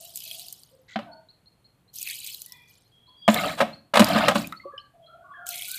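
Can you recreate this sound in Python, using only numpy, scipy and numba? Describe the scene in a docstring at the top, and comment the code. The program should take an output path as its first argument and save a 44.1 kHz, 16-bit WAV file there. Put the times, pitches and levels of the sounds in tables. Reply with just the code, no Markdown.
"""Liquid plant feed is poured onto potted soil from a plastic cup, scooped out of a metal bucket.
Each short pour fizzes with tiny bursting bubbles while fat drops smack the earth. Between pours the cup
rubs, knocks and plunges in the bucket: the liquid sloshes, the metal booms and rings, and drips fall back.
Behind it all, birds whistle and chirp over the hush of a very quiet garden."""
import sys
import numpy as np
from scipy import signal
from scipy.fft import rfft, irfft
from scipy.io import wavfile
from scipy.ndimage import uniform_filter1d
from numba import njit

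SR = 44100
rng = np.random.default_rng(int(sys.argv[2]) if len(sys.argv) > 2 else 0)


def persist_wave(psi):
    """Save psi, clipped to +-1, as 16-bit WAV."""
    counts = np.round(np.clip(psi, -1, 1) * 32767).astype(np.int16)
    wavfile.write(sys.argv[1], SR, np.atleast_2d(counts).T)


N = 254898
T = np.arange(N) / SR

# Tone curves say how strong the low and high parts of a sound are.
# Each row: frequency in Hz, level in dB. Levels in all tables are relative.
YARD_TONE = [(15, -31), (25, -10), (48, -8.5), (125, 1.5), (237, -9), (978, -17), (1540, -22), (3260, -25),
             (3630, -27.5), (4260, -28.5), (5280, -35), (9520, -30), (15000, -34.5)]
RUB_TONE = [(1200, -23), (1550, -11), (1750, -16), (1970, 1.5), (2500, -16), (3900, -2), (5500, -12.5),
            (7000, -9), (9000, -25)]
SLOSH_TONE = [(200, -30.5), (400, -23), (560, -10.5), (760, -8), (900, -11.5), (1260, -7.5), (1900, -10),
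              (2300, -7), (2900, -7), (3700, -5), (5000, -12), (6000, -20), (9000, -36.5)]
SPRAY_TONE = [(3000, 2), (5500, -10.5), (8000, -6), (11000, -9), (15000, -5)]
RUMBLE_TONE = [(25, -28.5), (60, -22), (110, -9.5), (170, -1.5), (215, -1), (260, -7), (300, -3.5),
               (380, -21.5), (600, -46.5)]
SLAP_TONE = [(30, -41), (120, -25), (200, -19), (380, -16.5), (520, -2.5), (700, 1.5), (1200, -1),
             (1900, -6), (3400, -10.5), (4800, -21), (6000, -31.5), (15000, -54)]
SPATTER_TONE = [(800, -22.5), (2300, -2.5), (3500, 5.5), (5000, -3.5), (6000, -4.5), (8300, -4),
                (11000, -10.5), (15000, -13.5)]
SMACK_TONE = [(500, -44), (1200, -39.5), (2200, -15), (4000, -4), (8000, 0), (14000, 3.5)]
FIZZ_TONE = [(2060, -15), (3500, -12), (4460, -3.5), (5620, -4.5), (6050, 2), (8160, 5), (12000, 8),
             (14100, 14), (15000, 11), (15500, -51)]
PUDDLE_TONE = [(700, -14), (1400, -1), (1900, 6), (3200, 7), (4500, 12.5), (6000, 7.5), (9000, -12.5)]

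# A small bird's chirps. Each row: start in seconds, level in dB.
CHIRPS = [(1.115, -54.5), (1.287, -54.5), (1.459, -54), (1.643, -57), (1.877, -63), (2.852, -66.5),
          (3.069, -55), (3.518, -51), (3.725, -48), (4.561, -51.5), (4.795, -55), (5.06, -63)]
# Far birds. Each row: start and length in seconds, first and last pitch in Hz, level in dB.
FAR_CALLS = [(0, 0.076, 622, 713, -58), (0.261, .18, 630, 728, -59), (0.711, .08, 503, 543, -62),
             (1.055, 0.076, 704, 619, -50.5), (1.072, .08, 937, 851, -58), (1.062, 0.094, 1540, 1462, -60),
             (2.46, .13, 1970, 1975, -60), (2.521, .18, 2424, 2405, -66), (2.51, .11, 3500, 3336, -63),
             (2.5, .08, 1038, 940, -66), (2.917, .28, 3280, 3290, -61), (3.215, 0.077, 3298, 3250, -50),
             (3.075, 0.034, 1036, 985, -61), (3.17, .14, 4680, 4780, -67), (4.635, .09, 1107, 1184, -49.5),
             (4.722, 0.079, 1680, 1617, -56.5), (4.937, .14, 701.4, 637.6, -56),
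             (5.025, .06, 3290, 3270, -64), (5.073, .1, 1330, 1397, -57.5), (5.137, 0.095, 653, 708, -56),
             (5.24, .11, 1108, 1134, -50), (5.338, .07, 1702, 1590, -47.5), (5.22, .12, 1450, 1427, -58),
             (5.36, .13, 1427, 1404, -50), (5.32, .06, 3400, 3210, -65), (5.366, .22, 704, 713.3, -53),
             (5.677, 0.12, 1450, 1585, -52)]
# The notes of the bucket's air and walls. Each row: pitch in Hz, level in dB, ring time in seconds.
BUCKET_NOTES = [(208, -10, 0.12), (292, -11.5, 1), (586, 0.5, 0.23), (632, -4, .12), (752, 0.5, 0.097),
                (925, -6.5, 0.1), (1084, 1.5, .13), (1290, 0, .2), (1435, -4, 0.069), (1660, 1.5, 0.072),
                (2030, -18, .17), (2174, -5, 0.11), (2610, -8, 0.35), (2839, -13, .18), (3100, -12, 0.11),
                (3380, -7.5, .12), (3474, -7, .14), (3660, -5, 0.24)]
# The deep notes of its base. Each row: pitch in Hz, level in dB, ring and swell times in seconds.
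BOOM_NOTES = [(216.9, 1.5, 0.12, 0.01), (304, -15, 0.11, .004), (122, -24.5, 0.12, .004)]
# Lone bubbles and drips. Each row: start in seconds, pitch in Hz, level in dB, ring time in seconds.
LONE_DRIPS = [(3.361, 2166, -18, .06), (3.385, 2130, -14, .035), (3.390, 1407, -19, 0.035),
              (3.603, 530, -5, 0.05), (3.622, 672, -8.5, 0.037), (4.444, 2490, -19.5, .011),
              (4.524, 1280, -13.5, 0.015), (4.524, 1890, -13.5, 0.005), (4.598, 2040, -38.5, .062),
              (4.654, 553, -19, 0.037), (4.649, 344, -34, 0.072), (4.735, 503, -28, 0.03),
              (4.779, 2950, -25, 0.018), (4.778, 5050, -42, .012)]
# Drops flung at the cup and bucket. Each row: start in seconds, level in dB, pitch in Hz.
FLUNG_DROPS = [(3.343, -8.5, 8740), (3.344, -10, 3520), (3.461, -23, 7450), (4.044, -8, 4870),
               (4.0445, -5, 9520), (4.089, -12, 11850), (4.418, -26, 4550), (4.472, -17, 12500),
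               (4.524, -27, 3800)]
# The cup stirs. Each row: start and hold in seconds, then slosh, spray and rumble levels in dB.
CUP_STIRS = [(0.962, 0.07, -54, -78, -55), (3.287, 0.22, -31.5, -36, -43), (3.612, .06, -52, -66, -48),
             (4.015, 0.27, -26, -38.5, -35), (4.34, 0.049, -35.5, -38, -38)]
# The cup hits the bucket or the liquid. Each row: start in seconds, slap, spatter and boom levels
# in dB, pitch of the cup's hollow note in Hz, rise time in seconds.
CUP_HITS = [(0.958, -14.5, -62, -24, 760, .0015), (0.989, -22, -43, -53, 567, .001),
            (3.2785, -1.5, -17, -19, 677, .001), (3.284, -3, -19, -10, 601, 0.0011),
            (3.572, -21, -27, -46, 572, .022), (3.602, -5, -21, -32, 570, .004),
            (3.61, -7, -17, -23, 573, .002), (3.622, -14, -33, -20.5, 596, .0015),
            (3.936, -5.5, -19, -30, 571, .007), (3.952, -2.5, -14, -42, 700, .007),
            (3.968, -.5, -10.5, -21, 576, .005), (3.994, -3.5, -3.5, -10.5, 605, 0.0014),
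            (4.003, -7, -9, -7, 556, 0.00083), (4.019, -4.5, -20, -9, 606, .001),
            (4.155, -10.5, -30, -16, 676, 0.01), (4.178, -10.5, -21, -29.5, 750, .008),
            (4.281, 0, -8.5, -24, 564, 0.0038), (4.311, -12, -25, -40, 779, 0.0014),
            (4.353, -9, -19.5, -17, 567, 0.0048)]
# Pours onto the soil. Each row: start and hold in seconds, level in dB.
SOIL_POURS = [(-.03, .08, -46), (.136, .29, -44), (1.928, 0.37, -41), (2.665, .02, -58), (5.455, .33, -38)]
# The stream thickens as the cup tips further. Each row: time in seconds, boost to the puddle in dB.
POUR_GUSHES = [(.305, 3), (2.105, 9), (2.28, 4), (5.53, 3.5), (5.62, 3)]
# The fattest drops on the soil. Each row: start in seconds, level in dB, pitch in Hz.
FAT_DROPS = [(0.158, -12, 8040), (0.173, -13.5, 7200), (0.2768, -22, 3980), (0.3125, -17, 3250),
             (0.346, -23, 3320), (0.3954, -20.5, 4050), (0.484, -22, 4630), (0.5261, -15, 8370),
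             (0.634, -29, 4530), (1.9858, -16.5, 6170), (2.0167, -16, 6700), (2.028, -10.5, 8028),
             (2.074, -15, 2580), (2.087, -13, 9600), (2.0992, -14, 4460), (2.1106, -11, 10800),
             (2.2643, -15, 8050), (2.2733, -15, 8460), (2.3457, -16, 4070), (2.4182, -14, 12600),
             (2.4615, -19.5, 11000), (2.5217, -19, 5260), (5.467, -16.5, 7500), (5.4896, -8, 8040),
             (5.622, -17, 3240), (5.7153, -11.5, 7980), (5.7438, -18, 4100)]


def undb(db):
    """Turn decibels into a number to multiply by."""
    return 10 ** (np.asarray(db) / 20)


def unit(x):
    """Scale a sound to an average (rms) level of 1."""
    return x / np.sqrt(np.mean(x ** 2))


def add(out, start, x):
    """Mix x into out from start seconds on."""
    i = max(int(start * SR), 0)
    out[i:i + len(x)] += x[:max(N - i, 0)]


def colour(x, tone):
    """Filter a sound to follow a tone curve."""
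    hz, db = np.transpose(tone)
    size = 4096
    log_hz = np.log(np.arange(size // 2 + 1) * SR / size + 1)
    log_gain = np.log(undb(np.interp(log_hz, np.log(hz), db)))
    cepstrum = irfft(log_gain)[:size // 2]  # keeping one half stops the filter from sounding early
    cepstrum[1:] *= 2
    return signal.fftconvolve(x, irfft(np.exp(rfft(cepstrum, size))))[:len(x)]


def envelope(start, hold, attack_s, fade_db_per_s, sag_db_per_s=0):
    """A loudness shape: it rises, stays or sags until hold seconds after the start, then fades."""
    t = np.maximum(T - start, 0)
    drop_db = sag_db_per_s * np.minimum(t, hold) + fade_db_per_s * np.maximum(t - hold, 0)
    return np.minimum(t / attack_s, 1) * undb(-drop_db)


def ring(hz, t60, glide=0, swell=1e-4):
    """A note that swells, then dies by 60 dB in t60 seconds while its pitch rises by the share glide."""
    t = np.arange(int(t60 * SR) + 2) / SR
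    wave = np.sin(2 * np.pi * hz * (t + glide * t * t / (2 * t60)))
    return wave * np.exp(-np.log(1000) * t / t60) * (1 - np.exp(-t / swell))


@njit
def bubbles(start, hz, cycles, size, glide):
    """Each bubble is a short note that opens quickly, rises in pitch and dies."""
    out = np.zeros(N)
    for k in range(len(start)):
        n, phase = int(cycles[k] * SR / hz[k]) + 2, 0.
        for j in range(min(n, N - int(start[k]))):
            phase += 2 * np.pi * hz[k] * (1 + glide * j / n) / SR
            out[int(start[k]) + j] += size[k] * min(1., 10. * j / n) * np.exp(-6. * j / n) * np.sin(phase)
    return out


def grains(per_s, centre_hz, octaves, cycles, spread_db, glide):
    """An even flow of tiny random pops around one pitch, a few much louder than the rest."""
    when, pitch, length, size = rng.uniform(1e-4, 1, (int(per_s * N / SR), 4)).T
    hz = np.broadcast_to(centre_hz, N)[(when * N).astype(int)] * 2 ** (octaves * (pitch - .5))
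    gain = undb(-spread_db * np.log(size.clip(.01)))
    pops = bubbles(when * N, np.minimum(hz, SR / 3), cycles * (.5 - np.log(length)), gain, float(glide))
    return pops / np.sqrt(np.abs(uniform_filter1d(pops * pops, size=2400)) + 1e-9)


def close_echoes(x, wet_db, t60):
    """Add very quick echoes from close walls; wet_db sets how loud they are."""
    t = T[:SR // 10]
    echoes = rng.standard_normal(len(t)) * np.exp(-np.log(1000) * t / t60) * (t > .001)
    return x + undb(wet_db) * signal.fftconvolve(x, echoes / np.sqrt(np.sum(echoes ** 2)))[:N]


def garden_echoes(x, wet_db, t60):
    """Add scattered echoes from walls and plants."""
    t = T[:SR]
    tail = rng.standard_normal(SR) * np.exp(-np.log(1000) * t / t60) * (1 - np.exp(-t / .034))
    tail = colour(tail, [(100, -2.5), (4500, -3), (14000, -2)])
    return x + undb(wet_db) * signal.fftconvolve(x, tail / np.sqrt(np.sum(tail ** 2)))[:N]


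def yard():
    """The faint, low hush of the neighbourhood."""
    return unit(colour(rng.standard_normal(N), YARD_TONE)) * undb(-65.3)


def whistle(length, start_hz, end_hz, arch, waver):
    """One bird note: an arched, trembling slide in pitch with soft ends."""
    progress = np.linspace(0, 1, int(length * SR))
    tremble = unit(uniform_filter1d(rng.standard_normal(len(progress)), size=200))
    flutter = undb(3.6 * np.interp(progress, np.linspace(0, 1, 7), rng.standard_normal(7)))
    hump = np.sin(np.pi * progress)
    hz = (start_hz + (end_hz - start_hz) * progress) * (1 + arch * hump)
    hz += waver * (start_hz / 1500) ** .3 * tremble  # high notes tremble more
    return 1.41 * np.sin(2 * np.pi * np.cumsum(hz) / SR) * flutter * np.abs(hump) ** .35


def birds():
    """Rising chirps from nearby bushes and hoarse calls from further off, blurred by echoes."""
    near, far = np.zeros(N), np.zeros(N)
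    for (start, db), shift in zip(CHIRPS, 1 + .014 * rng.standard_normal(len(CHIRPS))):
        add(near, start, undb(db) * whistle(.028, 4040 * shift, 4370 * shift, arch=.024, waver=45))
    for start, length, start_hz, end_hz, db in FAR_CALLS:
        add(far, start, undb(db + 1) * whistle(length, start_hz, end_hz, arch=.004, waver=36))
    return garden_echoes(near, wet_db=-5.5, t60=.27) + garden_echoes(far, wet_db=-.5, t60=.36)


def cup_rub():
    """Plastic scrapes briefly on the metal wall before the first knock."""
    rub = grains(per_s=2500, centre_hz=3400, octaves=2.76, cycles=9.2, spread_db=1, glide=0)
    shape = envelope(start=.8775, hold=.072, attack_s=.021, fade_db_per_s=900)
    return unit(colour(rub, RUB_TONE)) * undb(-50.5) * shape


def bucket_ring(x, wet_db):
    """A sound inside the bucket sets its air and walls ringing."""
    notes = np.zeros(N)
    for hz, db, t60 in BUCKET_NOTES:
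        add(notes, 0, undb(db) * ring(hz, t60))
    return x + undb(wet_db) * signal.fftconvolve(x, notes)[:N]


def smacks(drops, crack_db, note_db, crack_s, cycles):
    """Each landing drop gives a bright crack and a very short note of trapped air."""
    out, t = np.zeros(N), T[:SR // 40]
    crack_shape = np.exp(-t / crack_s) * (1 - np.exp(-t / .00032))
    for start, db, hz in drops:
        crack = unit(colour(rng.standard_normal(len(t)), SMACK_TONE)) * crack_shape
        add(out, start, undb(db + crack_db) * crack)
        add(out, start, undb(db + note_db) * ring(hz, cycles / hz, glide=.018, swell=.0004))
    return out


def drips():
    """Lone bubbles ring and rise in pitch as they surface; flung drops tick on the walls."""
    plinks = np.zeros(N)
    for start, hz, db, t60 in LONE_DRIPS:
        add(plinks, start, undb(db) * ring(hz, t60, glide=.17, swell=3.8 / hz))  # opens in a few cycles
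    ticks = smacks(FLUNG_DROPS, crack_db=-7.5, note_db=0, crack_s=.0014, cycles=34)
    return close_echoes(bucket_ring(plinks, wet_db=-56), wet_db=0, t60=.088) + ticks


def sloshing():
    """The cup stirs up gurgling bubbles, fine spray and the rumble of rocked liquid."""
    # Bubble size wanders as the liquid folds over itself; bigger bubbles are lower and louder.
    wander = unit(uniform_filter1d(uniform_filter1d(rng.standard_normal(N), size=1300), size=1300))
    gurgle_hz = 1700 * 2 ** (.247 * wander)
    gurgle = grains(per_s=2400, centre_hz=gurgle_hz, octaves=3.7, cycles=13, spread_db=3, glide=.1)
    gurgle = bucket_ring(colour(gurgle, SLOSH_TONE), wet_db=-53)
    slosh = undb(1.5 - 1.8 * wander) * unit(close_echoes(gurgle, wet_db=-5, t60=.042))
    droplets = grains(per_s=1900, centre_hz=8040, octaves=2.3, cycles=9.4, spread_db=3.5, glide=.1)
    mist = undb(-4) * rng.standard_normal(N)  # drops too fine to tell apart
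    spray = undb(3) * unit(close_echoes(colour(droplets + mist, SPRAY_TONE), wet_db=-3, t60=.037))
    rumble = undb(5) * unit(bucket_ring(colour(rng.standard_normal(N), RUMBLE_TONE), wet_db=-54.5))
    out = np.zeros(N)
    for start, hold, slosh_db, spray_db, rumble_db in CUP_STIRS:
        stir = envelope(start, hold, attack_s=.07, fade_db_per_s=330.5)
        lapping = undb(-22) * envelope(start, hold, attack_s=.07, fade_db_per_s=120)
        splash = envelope(start, hold, attack_s=.014, fade_db_per_s=185, sag_db_per_s=30)
        rocking = envelope(start, hold, attack_s=.039, fade_db_per_s=131)
        out += slosh * undb(slosh_db) * (stir + lapping)
        out += spray * undb(spray_db) * splash
        out += rumble * undb(rumble_db) * rocking
    return out


def cup_hits():
    """Each hit makes a wet slap, bright spatter, a hollow note from the cup and a swelling boom."""
    slaps, notes = np.zeros(N), np.zeros(N)
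    t = T[:SR // 6]
    for start, slap_db, spatter_db, boom_db, hollow_hz, rise in CUP_HITS:
        slap = undb(slap_db - 10.5) * unit(colour(rng.standard_normal(len(t)), SLAP_TONE))
        spatter = undb(spatter_db - 11) * unit(colour(rng.standard_normal(len(t)), SPATTER_TONE))
        onset, since_peak = np.minimum(t / rise, 1), np.maximum(t - rise, 0)
        push = onset * np.exp(-since_peak / .0062)
        settle = onset * np.exp(-since_peak / .045)  # thrown liquid falls back
        add(slaps, start, slap * (push + .13 * settle) + spatter * (push + .075 * settle))
        hollow_db = min(slap_db - 5.5, -9.5)  # the small cup can only ring so loud
        add(notes, start, undb(hollow_db) * ring(hollow_hz, t60=.081, glide=.073, swell=rise))
        for hz, db, t60, swell in BOOM_NOTES:
            add(notes, start, undb(boom_db + db + 6.5) * ring(hz, t60, swell=swell))
    return close_echoes(bucket_ring(slaps, wet_db=-57), wet_db=-11, t60=.086) + notes


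def patter(flow):
    """Smaller drops land at random, louder when the stream is stronger; rows as in FAT_DROPS."""
    when = rng.uniform(0, T[-1], size=130)
    size, pitch = rng.standard_normal((len(when), 2)).T
    flow_db = 20 * np.log10(np.interp(when, T, flow) + 1e-9)
    hz = 6000 * 2 ** (.48 * np.clip(pitch, -2, 2))
    return zip(when, flow_db + 14 + 2.5 * size, hz)


def pour_level(attack_s, fade_db_per_s):
    """The rise and fall of all the pours together."""
    return sum(undb(db) * envelope(start, hold, attack_s, fade_db_per_s) for start, hold, db in SOIL_POURS)


def pouring():
    """The stream breaks into tiny clicks on the earth, bubbles burst in the puddle and fat drops smack."""
    dribble_level, dry_level = undb(-53), undb(-70)  # a thinning stream breaks up, then runs dry
    gush_db = sum(db * np.exp(-.5 * ((T - when) / .033) ** 2) for when, db in POUR_GUSHES)
    flow = undb(.3 * gush_db) * pour_level(attack_s=.022, fade_db_per_s=66)
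    flow *= flow / (flow + dry_level)
    fill = undb(gush_db - 5) * pour_level(attack_s=.08, fade_db_per_s=82)
    puddle_hz = 4350 / (1 + fill / undb(-33.5))  # deeper as the puddle fills
    fizz = grains(per_s=3300, centre_hz=7170, octaves=2.04, cycles=8.5, spread_db=4.5, glide=.082)
    puddle = grains(per_s=1600, centre_hz=puddle_hz, octaves=1.1, cycles=22, spread_db=2.7, glide=.062)
    dribble = grains(per_s=400, centre_hz=6400, octaves=2.1, cycles=45, spread_db=4.5, glide=.06)
    drip_share = 1 / (1 + (flow / dribble_level) ** 2)
    stream = undb(-2.5) * unit(colour(fizz, FIZZ_TONE)) * np.sqrt(1 - drip_share)
    stream += undb(-4) * unit(colour(dribble, FIZZ_TONE)) * np.sqrt(drip_share)
    out = stream * flow + unit(colour(puddle, PUDDLE_TONE)) * fill
    out += smacks([*FAT_DROPS, *patter(flow)], crack_db=-7, note_db=-4, crack_s=.0012, cycles=33.4)
    return close_echoes(out, wet_db=-7, t60=.03)


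def scene():
    """Pots, cup and bucket at arm's length, with birds beyond, in one channel."""
    close = pouring() + cup_rub() + sloshing() + cup_hits() + drips()
    return (garden_echoes(close, wet_db=-21.5, t60=.37) + birds() + yard())[None]


def record(dry):
    """The phone clips peaks at full scale and cuts the treble above 14850 Hz."""
    low_pass = signal.ellip(10, .2, 80, 14850, fs=SR, output="sos")
    return signal.sosfilt(low_pass, np.clip(dry, -1, 1))


dry = scene()
out = record(dry)
persist_wave(out)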